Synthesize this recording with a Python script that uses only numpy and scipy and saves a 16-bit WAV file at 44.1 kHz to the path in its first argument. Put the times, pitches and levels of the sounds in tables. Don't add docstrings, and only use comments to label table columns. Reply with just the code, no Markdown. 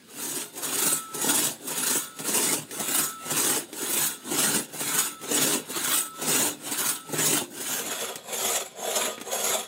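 import sys
import numpy as np
from scipy import signal
from scipy.fft import rfft, irfft
from scipy.io import wavfile
from scipy.ndimage import uniform_filter1d

SR = 44100
rng = np.random.default_rng(int(sys.argv[2]) if len(sys.argv) > 2 else 0)


def generate_wav(sig):
    pcm = np.round(np.clip(np.atleast_2d(sig).T, -1, 1) * 32767).astype(np.int16)
    wavfile.write(sys.argv[1], SR, pcm)


N = 426447
T = np.arange(N) / SR
TEETH, KERF, LOG = range(3)

# start [t/s], end [t/s]
DISSOLVE = (7.6, 7.97)
# [f/Hz], [level/dB]
LOG_COLOUR = [
    [(40, -68), (70, -25), (110, -7.5), (240, -4.5), (400, 4), (680, -1.5), (930, -8), (1150, -24),
     (1800, -51), (6000, -75)],
    [(40, -43), (90, -28), (150, -18), (310, -11.5), (400, -3), (760, 1.5), (850, -4), (1050, -9),
     (1800, -44), (6000, -65)],
]
KERF_COLOUR = [
    [(500, -17.5), (950, 3.5), (1200, 0), (1420, 5), (1900, 0.5), (2300, -1), (2850, 3.5), (3250, -0.5),
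     (4000, 2), (4600, -8.5), (6500, -20.5), (11000, -55)],
    [(500, -12.5), (950, -7), (1300, 5), (1700, -1), (2400, 0.5), (3000, -1), (3600, 0.5), (4200, -1.5),
     (4800, -12), (6500, -18), (11000, -54)],
]
TEETH_COLOUR = [
    [(2500, -33), (4500, -5.5), (5600, -5), (6800, 0.5), (7400, -0.5), (8000, -0.5), (8700, -0.5),
     (9150, 2.5), (9800, -3), (11100, -2), (12000, -4.5), (13200, -6), (14600, -4), (16000, -7)],
    [(2500, -17), (4500, -6), (5300, -7), (6200, -4.5), (6600, 1), (7200, 5.5), (7800, 5.5), (8100, -6.5),
     (9400, -0.5), (10150, -5.5), (11050, 4.5), (12000, -5.5), (14000, -7), (16000, -15)],
]
# [f/Hz], width [f/Hz], lift [level/dB]
LOG_MODES = [
    [(109, 12, 1.5), (151.4, 12, 14), (216.5, 16, 11.5), (258.3, 13, 16.5), (295.8, 11, 15),
     (350, 7.7, 10.5), (414.4, 13, 6.5), (528, 10, 3), (732, 17, -2), (880, 114, 4.5)],
    [(224, 18, 24.5), (386.5, 16, 19.5), (467, 17, 19.5), (542, 17, 18), (634, 22, 15.5), (698, 22, 13.5),
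     (757, 30, 11), (998, 62, 16)],
]
BLADE_MODES = [
    [(3430, 12, 5.6), (3410, 33, 4), (6750, 30, 6.2), (7100, 24, 1.5), (6910, 30, 8.7), (6540, 37, 2.4),
     (7750, 30, 10), (8420, 42, 8.5), (8980, 53, 4.6), (11300, 39, 2.2)],
    [(1930, 25, 2.6), (3370, 66, 7.7), (3545, 40, 6.4), (5600, 60, 4.5), (5780, 67, 3.6), (6540, 34, 12.3),
     (6260, 45, 4.4), (7650, 33, 2.5), (8300, 74, 8.8)],
]
# [f/Hz], t60 [t/s], against the scrape [level/dB]
AFTER_RING = [
    [(1440, 0.99, -16.5), (2880, 0.37, -37), (3346, 0.29, -17.5), (3530, 1.1, -22), (3569, 0.53, -20),
     (3810, 0.25, -21), (6680, 0.15, -12), (8060, 0.13, -17), (9040, 0.16, -10), (14196, .25, -24)],
    [(1238, 0.73, -15), (1310, .5, -29), (1900, 0.45, -24), (3340, 1.1, -13.5), (3420, 0.49, -24),
     (3600, 0.14, -26), (6400, 0.09, -22)],
]


def cutting(force_db, snag_db, thump_db, teeth_trim_db=-0.1, kerf_trim_db=-0.33, log_trim_db=0.0,
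            teeth_snag=1.66, kerf_snag=1.0, log_thump=1.23):
    teeth = tearing(force_db, spread_db=0.0, rub=0.84, chatter_db=0.5)
    teeth *= amp(force_db + teeth_trim_db + teeth_snag * snag_db)
    kerf = tearing(force_db, spread_db=3.0, rub=0.46, chatter_db=0.3, fibres_per_s=3500)
    kerf *= amp(stroke_db(KERF) + kerf_trim_db + kerf_snag * snag_db)
    log = tearing(force_db, spread_db=1.5, rub=0.6, chatter_db=2.3)
    log *= amp(stroke_db(LOG) + log_trim_db + log_thump * thump_db)

    second = np.interp(T, DISSOLVE, (0, 1))
    shares = np.sqrt(1 - second), np.sqrt(second)
    rasp, thrum, rings = np.zeros((3, N))
    for k, share in enumerate(shares):
        rasp += body(share * teeth, TEETH_COLOUR[k], BLADE_MODES[k])
        rasp += body(share * kerf, KERF_COLOUR[k], BLADE_MODES[k])
        thrum += body(share * log, LOG_COLOUR[k], LOG_MODES[k])
        rings += after_ring(share * kerf, AFTER_RING[k])

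    starts, lengths, *_, free_db = np.transpose(STROKES)
    overhang_db = np.interp(T, starts + lengths, free_db)
    rings *= amp(overhang_db + 1.2 * wander(70))
    rasp = sliding(rasp, patchy_db=2.0, fine_db=3.0)
    thrum = sliding(thrum, patchy_db=0.5, fine_db=3.0)
    return rasp + thrum + rings


def tearing(force_db, spread_db, rub, chatter_db, fibres_per_s=7000, teeth_per_s=170):
    speed = amp((force_db - force_db.max()) / 4)
    tooth_turns = np.cumsum(teeth_per_s * speed * (1 + .45 * wander(65.9))) / SR
    struck = rng.random(N) < fibres_per_s / SR
    signs = rng.choice([-1, 1], N)
    sizes = amp(spread_db * np.minimum(rng.exponential(1, N), 4))
    snaps = evened(struck * signs * sizes)
    bunching = amp(chatter_db * np.sin(2 * np.pi * tooth_turns))
    return evened((snaps + rub * rng.standard_normal(N)) * bunching)


# start [t/s], length [t/s],
# teeth hiss [level/dB], kerf scrape [level/dB], log thrum [level/dB], free ring at the turn [level/dB]
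STROKES = [(0.075, 0.45, -32.0, -39.5, -42, -3), (0.485, 0.55, -28.5, -35.0, -38, 4.5),
           (1.095, 0.48, -24.5, -32, -34, -7), (1.563, 0.52, -29.0, -35, -38.5, 5),
           (2.155, 0.5, -25.0, -32.5, -33, -9), (2.641, 0.5, -29.5, -35.5, -38, 2),
           (3.198, 0.47, -25.0, -31.5, -33.0, -5), (3.676, 0.49, -28.5, -35, -37, 1.5),
           (4.224, 0.45, -25.0, -31, -32, -14), (4.663, 0.47, -29, -34, -38.0, 0),
           (5.206, 0.44, -25.0, -30, -31.5, -14), (5.615, 0.46, -29.5, -32, -38.5, -4),
           (6.155, 0.41, -24.5, -30, -32.5, -19), (6.56, 0.44, -30.5, -34, -39.5, 0),
           (7.07, 0.4, -24.5, -30, -31, -16.5), (7.458, 0.4, -35, -40.5, -41.5, -1.5),
           (7.649, 0.55, -36.5, -39, -39.0, 1), (8.204, 0.47, -28.5, -34.5, -34.5, -10),
           (8.719, 0.44, -31.5, -34, -32.5, -3), (9.194, 0.47, -29, -34.5, -33.5, -3)]
# share spent speeding up [0-1], share spent slowing down [0-1], growth over the stroke [level/dB]
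HEAVY_PULL = [(.42, 0.25, -4), (0.41, 0.27, -2), (0.28, 0.22, 0.5)]
LIGHT_PULL = [(0.24, .28, 20.3), (0.33, 0.3, 12.5), (0.25, 0.36, 4)]
SECOND_SAW = [(.3, .35, 18.16), (0.28, .33, 19.5), (0.27, 0.23, 6.2)]
TURN_DIP_DB = (27.5, 23, 18)


def stroke_db(layer, bend=1.5, rest_db=-63):
    power = np.full(N, amp(rest_db) ** 2)
    for k, (start, length, *levels) in enumerate(STROKES):
        shape = SECOND_SAW if start > DISSOLVE[0] else LIGHT_PULL if k % 2 else HEAVY_PULL
        rise, fall, growth_db = shape[layer]
        first = max(int((start - length / 2) * SR), 0)
        near = slice(first, int((start + length + length / 2) * SR))
        u = (T[near] - start) / length
        speeding_up = np.maximum(1 - u / rise, 0) ** bend
        slowing_down = np.maximum(1 - (1 - u) / fall, 0) ** bend
        dip_db = TURN_DIP_DB[layer] * (speeding_up + slowing_down)
        power[near] += amp(levels[layer] + growth_db * (u - .5) - dip_db) ** 2
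    return 10 * np.log10(power)


# [t/s], swell of the rasp [level/dB], jerk of the log [level/dB]
SNAGS = [(.226, 2.5, 2), (.37, 4.5, 6), (.578, 7, 5.5), (0.648, 6, 4), (.75, 4.5, -2), (.788, 5.5, 2),
         (.828, 5.5, 6), (.866, 4.5, 10.5), (.924, 3, 12), (1.148, 7.5, 3), (1.245, 1, 13.5),
         (1.272, 1.5, 13), (1.298, 4.5, 9), (1.35, 4.5, 2), (1.68, 7.5, -1), (1.712, 6, 6), (1.782, 5.5, 5),
         (1.834, 6, 6), (1.872, 7, 12.5), (1.906, 5.5, 15.5), (1.958, 3, 14.5), (2.2, 6, 11),
         (2.286, 5, 9.5), (2.347, 4, 1), (2.587, 2, 7), (2.803, 6, 12.5), (2.915, 5.5, 7), (2.95, 7, 8),
         (2.988, 5.5, 10), (3.312, 4, 10), (3.374, 5, 4.5), (3.568, 2.5, 3), (3.824, 2.5, 6),
         (4.018, 2.5, 8), (4.064, 5.5, -1), (4.316, 4.5, 8), (4.39, 3, 4), (4.558, 4, 8), (4.598, 3, 7),
         (4.808, 4.5, 11), (4.99, 5.5, 0), (5.316, 4.5, 10.5), (5.43, 3.5, 2), (5.766, 4, 11),
         (5.846, 4.5, 5), (5.88, 4.5, 8.5), (5.974, 3, 6), (6.187, 2, 10.5), (6.222, 5, 12), (6.72, 6, 4.5),
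         (6.788, 4.5, 0), (6.896, 5, 5), (7.092, 1.5, 9.5), (7.134, 4, 11.5), (7.265, 3.5, 2),
         (7.415, 1, 13.5), (7.61, 5, 10), (8.02, 3, 8.5), (8.88, 2, 10), (8.962, 6, -3), (9.057, 4, 0),
         (9.446, 4, 5.5), (9.594, 3.5, 2)]
SNAG_RISE_S, SNAG_FALL_S = 0.0061, 0.014
CATCHES_PER_S = 20


def snagging(rasp_catch_db=4.0, log_catch_db=5.5, uneven=.5):
    t = np.arange(-SR // 10, SR // 10) / SR
    bite = np.exp(-.5 * (t / np.where(t < 0, SNAG_RISE_S, SNAG_FALL_S)) ** 2)
    passed = np.floor(np.cumsum(CATCHES_PER_S * np.exp(uneven * wander(25))) / SR)
    catches = np.diff(passed, prepend=0) * rng.random(N)
    catches = signal.oaconvolve(catches, bite, "same")
    hard = np.zeros((2, N))
    for s, rasp_db, log_db in SNAGS:
        hard[:, int(s * SR)] += rasp_db, log_db
    hard = signal.oaconvolve(hard, bite[None], "same", axes=1)
    swells = np.maximum(hard, np.outer((rasp_catch_db, log_catch_db), catches))
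    return swells - uniform_filter1d(swells, size=4000)


# [f/Hz], [level/dB]
LEAN = [(150, -0.1), (255, 1), (400, 0), (700, -0.1), (950, 0.2), (1400, -0.5), (2700, 1.2), (3500, -0.3),
        (5000, 1.1), (8000, 0.5), (11000, -0.5), (14400, 0)]


def sliding(x, patchy_db, fine_db):
    f, t, z = signal.stft(x, fs=SR, nperseg=1024, noverlap=768)
    broad, fine = rng.standard_normal((2,) + z.shape)
    broad = uniform_filter1d(uniform_filter1d(broad, size=9, axis=0), size=6, axis=1)
    fine = uniform_filter1d(uniform_filter1d(fine, size=2, axis=0), size=14, axis=1)
    patches = evened(amp(patchy_db * evened(broad) + fine_db * evened(fine)))
    strokes = np.interp(t, [row[0] for row in STROKES], np.arange(len(STROKES)))
    direction = np.tanh(2 * np.sin(np.pi * strokes)) * np.interp(t, DISSOLVE, (1, 0))
    lean_db = np.interp(f, *np.transpose(LEAN))[:, None] * direction
    return signal.istft(z * patches * amp(lean_db), nperseg=1024, noverlap=768)[1][:N]


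def after_ring(x, modes):
    t = T[:SR // 2]
    response = np.zeros(len(t))
    for hz, t60, db in modes:
        ring = np.sin(2 * np.pi * hz * t) * amp(-60 * t / t60)
        response += amp(db) * ring / np.linalg.norm(ring)
    return signal.oaconvolve(x, response)[:N]


# [t/s], thin squeal [level/dB], lower groan [level/dB],
# ping of the teeth [level/dB], long singing note [level/dB]
SQUEALS = [(.9, -36, -50, -39, -40), (1.952, -38, -49, -57, -48.5), (2.988, -33, -44, -47, -40),
           (4.001, -33, -52, -48, -54), (4.992, -38, -41, -45, -45), (5.95, -31, -57, -36.5, -41),
           (6.864, -35, -44, -44, -47), (7.76, -39, -52, -53, -60)]
SING_HZ, SING_WANDER_HZ = 1313, 3.5


def singing(drive_db, rubbed_db=-26, build_db_per_s=85, fade_db_per_s=14, free_s=0.31,
            choke_db_per_s=110, waver_db=-0.3):
    present = np.interp(T, (.45, .7, 7.3, 7.7), (0, 1, 1, 0))
    pitch_hz = SING_HZ + SING_WANDER_HZ * wander(20.2)
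    note = np.sqrt(2) * np.sin(2 * np.pi * np.cumsum(pitch_hz) / SR)
    power = amp(drive_db + rubbed_db) ** 2
    for s, *_, db in SQUEALS:
        t = T - s
        away_db = np.maximum(-build_db_per_s * t, fade_db_per_s * t)
        choke_db = choke_db_per_s * np.maximum(t - free_s, 0)
        power += amp(db - away_db - choke_db) ** 2
    return present * note * np.sqrt(power) * amp(waver_db * wander(22.4))


def squealing(start_hz=15100, end_hz=14250, width_hz=220, length_s=.06, glide_s=.09,
              groan_start_hz=1560, groan_end_hz=1400, groan_width_hz=110, groan_s=0.076):
    times, squeal_db, groan_db, *_ = np.transpose(SQUEALS)
    nearest = np.searchsorted((times[1:] + times[:-1]) / 2, T)
    t = T - times[nearest]
    squeal = whistle(np.interp(t, (-glide_s, 0), (start_hz, end_hz)), width_hz)
    groan = whistle(np.interp(t, (-glide_s, 0), (groan_start_hz, groan_end_hz)), groan_width_hz)
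    squeal *= amp(squeal_db[nearest]) * np.exp(-.5 * (t / length_s) ** 2)
    groan *= amp(groan_db[nearest]) * np.exp(-.5 * (t / groan_s) ** 2)
    return squeal + groan


# [f/Hz], width [f/Hz], [level/dB]
PINGS = [(8150, 46.5, 7.5), (10836, 18, 6)]


def pinging(drive_db, rubbed_db=-21, flicker_db=3, after_squeal_s=0.027, build_db_per_s=350, fade_db_per_s=200):
    level = amp(drive_db + rubbed_db) * np.interp(T, DISSOLVE, (1, 0))
    for s, _, _, db, _ in SQUEALS:
        t = T - s - after_squeal_s
        away_db = np.maximum(-build_db_per_s * t, fade_db_per_s * t)
        level = np.hypot(level, amp(db - away_db))
    return level * sum(amp(db + flicker_db * wander(24)) * whistle(hz, width) for hz, width, db in PINGS)


# [t/s], [level/dB], hardness [0-1]
KNOCKS = [(0.558, -39, 0.9), (2.189, -30.5, 0.78), (2.71, -34, .9), (3.729, -32, .7), (5.215, -39, 0.9),
          (6.159, -54, 1), (7.540, -42, 0.6), (8.157, -29, 0.88), (9.179, -30, .2), (9.200, -36, 0.5),
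          (9.2128, -28.5, 0.6)]
# [f/Hz], [level/dB]
KNOCK_COLOUR = [(80, -13), (300, 11.5), (700, -3), (1300, -3.5), (2400, 3), (4500, -3.5), (8000, 0.5),
                (15000, -7)]


def knocking(crack_t60=0.053, rattle_t60=0.13, rattle_db=-13, dull_hz=2600):
    t = T[:SR // 2]
    decay = amp(-60 * t / crack_t60) + amp(rattle_db - 60 * t / rattle_t60)
    softening = signal.butter(2, dull_hz, fs=SR, output="sos")
    blows = np.zeros(N + len(t))
    for s, db, hardness in KNOCKS:
        crack = amp(db) * decay * rng.standard_normal(len(t))
        hard = np.clip(hardness, 0, 1)
        blow = hard * crack + (1 - hard) * signal.sosfilt(softening, crack)
        blows[int(s * SR):][:len(t)] += blow
    return body(blows[:N], KNOCK_COLOUR, BLADE_MODES[1])


def trunks(x, echo_db=-21, t60=0.32):
    t = T[:SR // 2]
    taps = rng.standard_normal(len(t)) * (rng.random(len(t)) < 2000 / SR)
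    taps *= (t > .008) * amp(-60 * t / t60)
    return amp(echo_db) * signal.oaconvolve(x, taps / np.linalg.norm(taps))[:N]


# [f/Hz], [level/dB]
WOODS = [(25, -25), (50, -15), (90, 2), (250, 12.5), (500, -12), (1500, -14), (5000, -3), (8000, -32),
         (16000, -47)]
WOODS_DB = -57


def winter_air():
    return amp(WOODS_DB) * body(rng.standard_normal(N), WOODS)


def amp(db):
    return 10 ** (np.asarray(db) / 20)


def evened(x):
    return x / np.sqrt(np.mean(x ** 2) + 1e-20)


def wander(hz):
    f = np.fft.rfftfreq(N, 1 / SR)
    return evened(irfft(rfft(rng.standard_normal(N)) * np.exp(-(f / hz) ** 2), N))


def body(x, colour, modes=(), size=8192):
    f = np.fft.rfftfreq(size, 1 / SR)
    at, db = np.transpose(colour)
    lift = 1 + sum((amp(d) ** 2 - 1) / (1 + (2 * (f - hz) / width) ** 2) for hz, width, d in modes)
    gain = amp(np.interp(np.log(f + 1), np.log(at), db)) * np.sqrt(np.maximum(lift, .1))
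    log_gain = np.log(np.r_[gain, gain[-2:0:-1]])
    spectrum = np.exp(np.conj(signal.hilbert(log_gain)))
    response = np.fft.ifft(spectrum).real[:size // 2]
    return signal.oaconvolve(x, response / np.linalg.norm(response))[:N]


def whistle(hz, width):
    r = np.exp(-np.pi * abs(width) / SR)
    noise = rng.standard_normal(N) + 1j * rng.standard_normal(N)
    swing = signal.lfilter([1 - r], [1, -r], noise)
    carrier = np.exp(2j * np.pi * np.cumsum(hz * np.ones(N)) / SR)
    return evened((swing * carrier).real)


def scene():
    force_db = stroke_db(TEETH)
    snag_db, thump_db = snagging()
    saw = cutting(force_db, snag_db, thump_db)
    saw += singing(force_db)
    saw += pinging(force_db + snag_db)
    saw += squealing()
    saw += knocking()
    air = winter_air()
    return np.tile(saw + trunks(saw) + air, (2, 1))


LOW_CUT_HZ, EDGE_HZ = 78, 15780


def record(dry):
    low_cut = signal.butter(2, LOW_CUT_HZ, "high", fs=SR, output="sos")
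    thinned = signal.sosfilt(low_cut, dry)
    band_limit = signal.firwin(1023, EDGE_HZ, window=("kaiser", 9), fs=SR)
    return signal.oaconvolve(thinned, band_limit[None], "same")


dry = scene()
out = record(dry)
generate_wav(out)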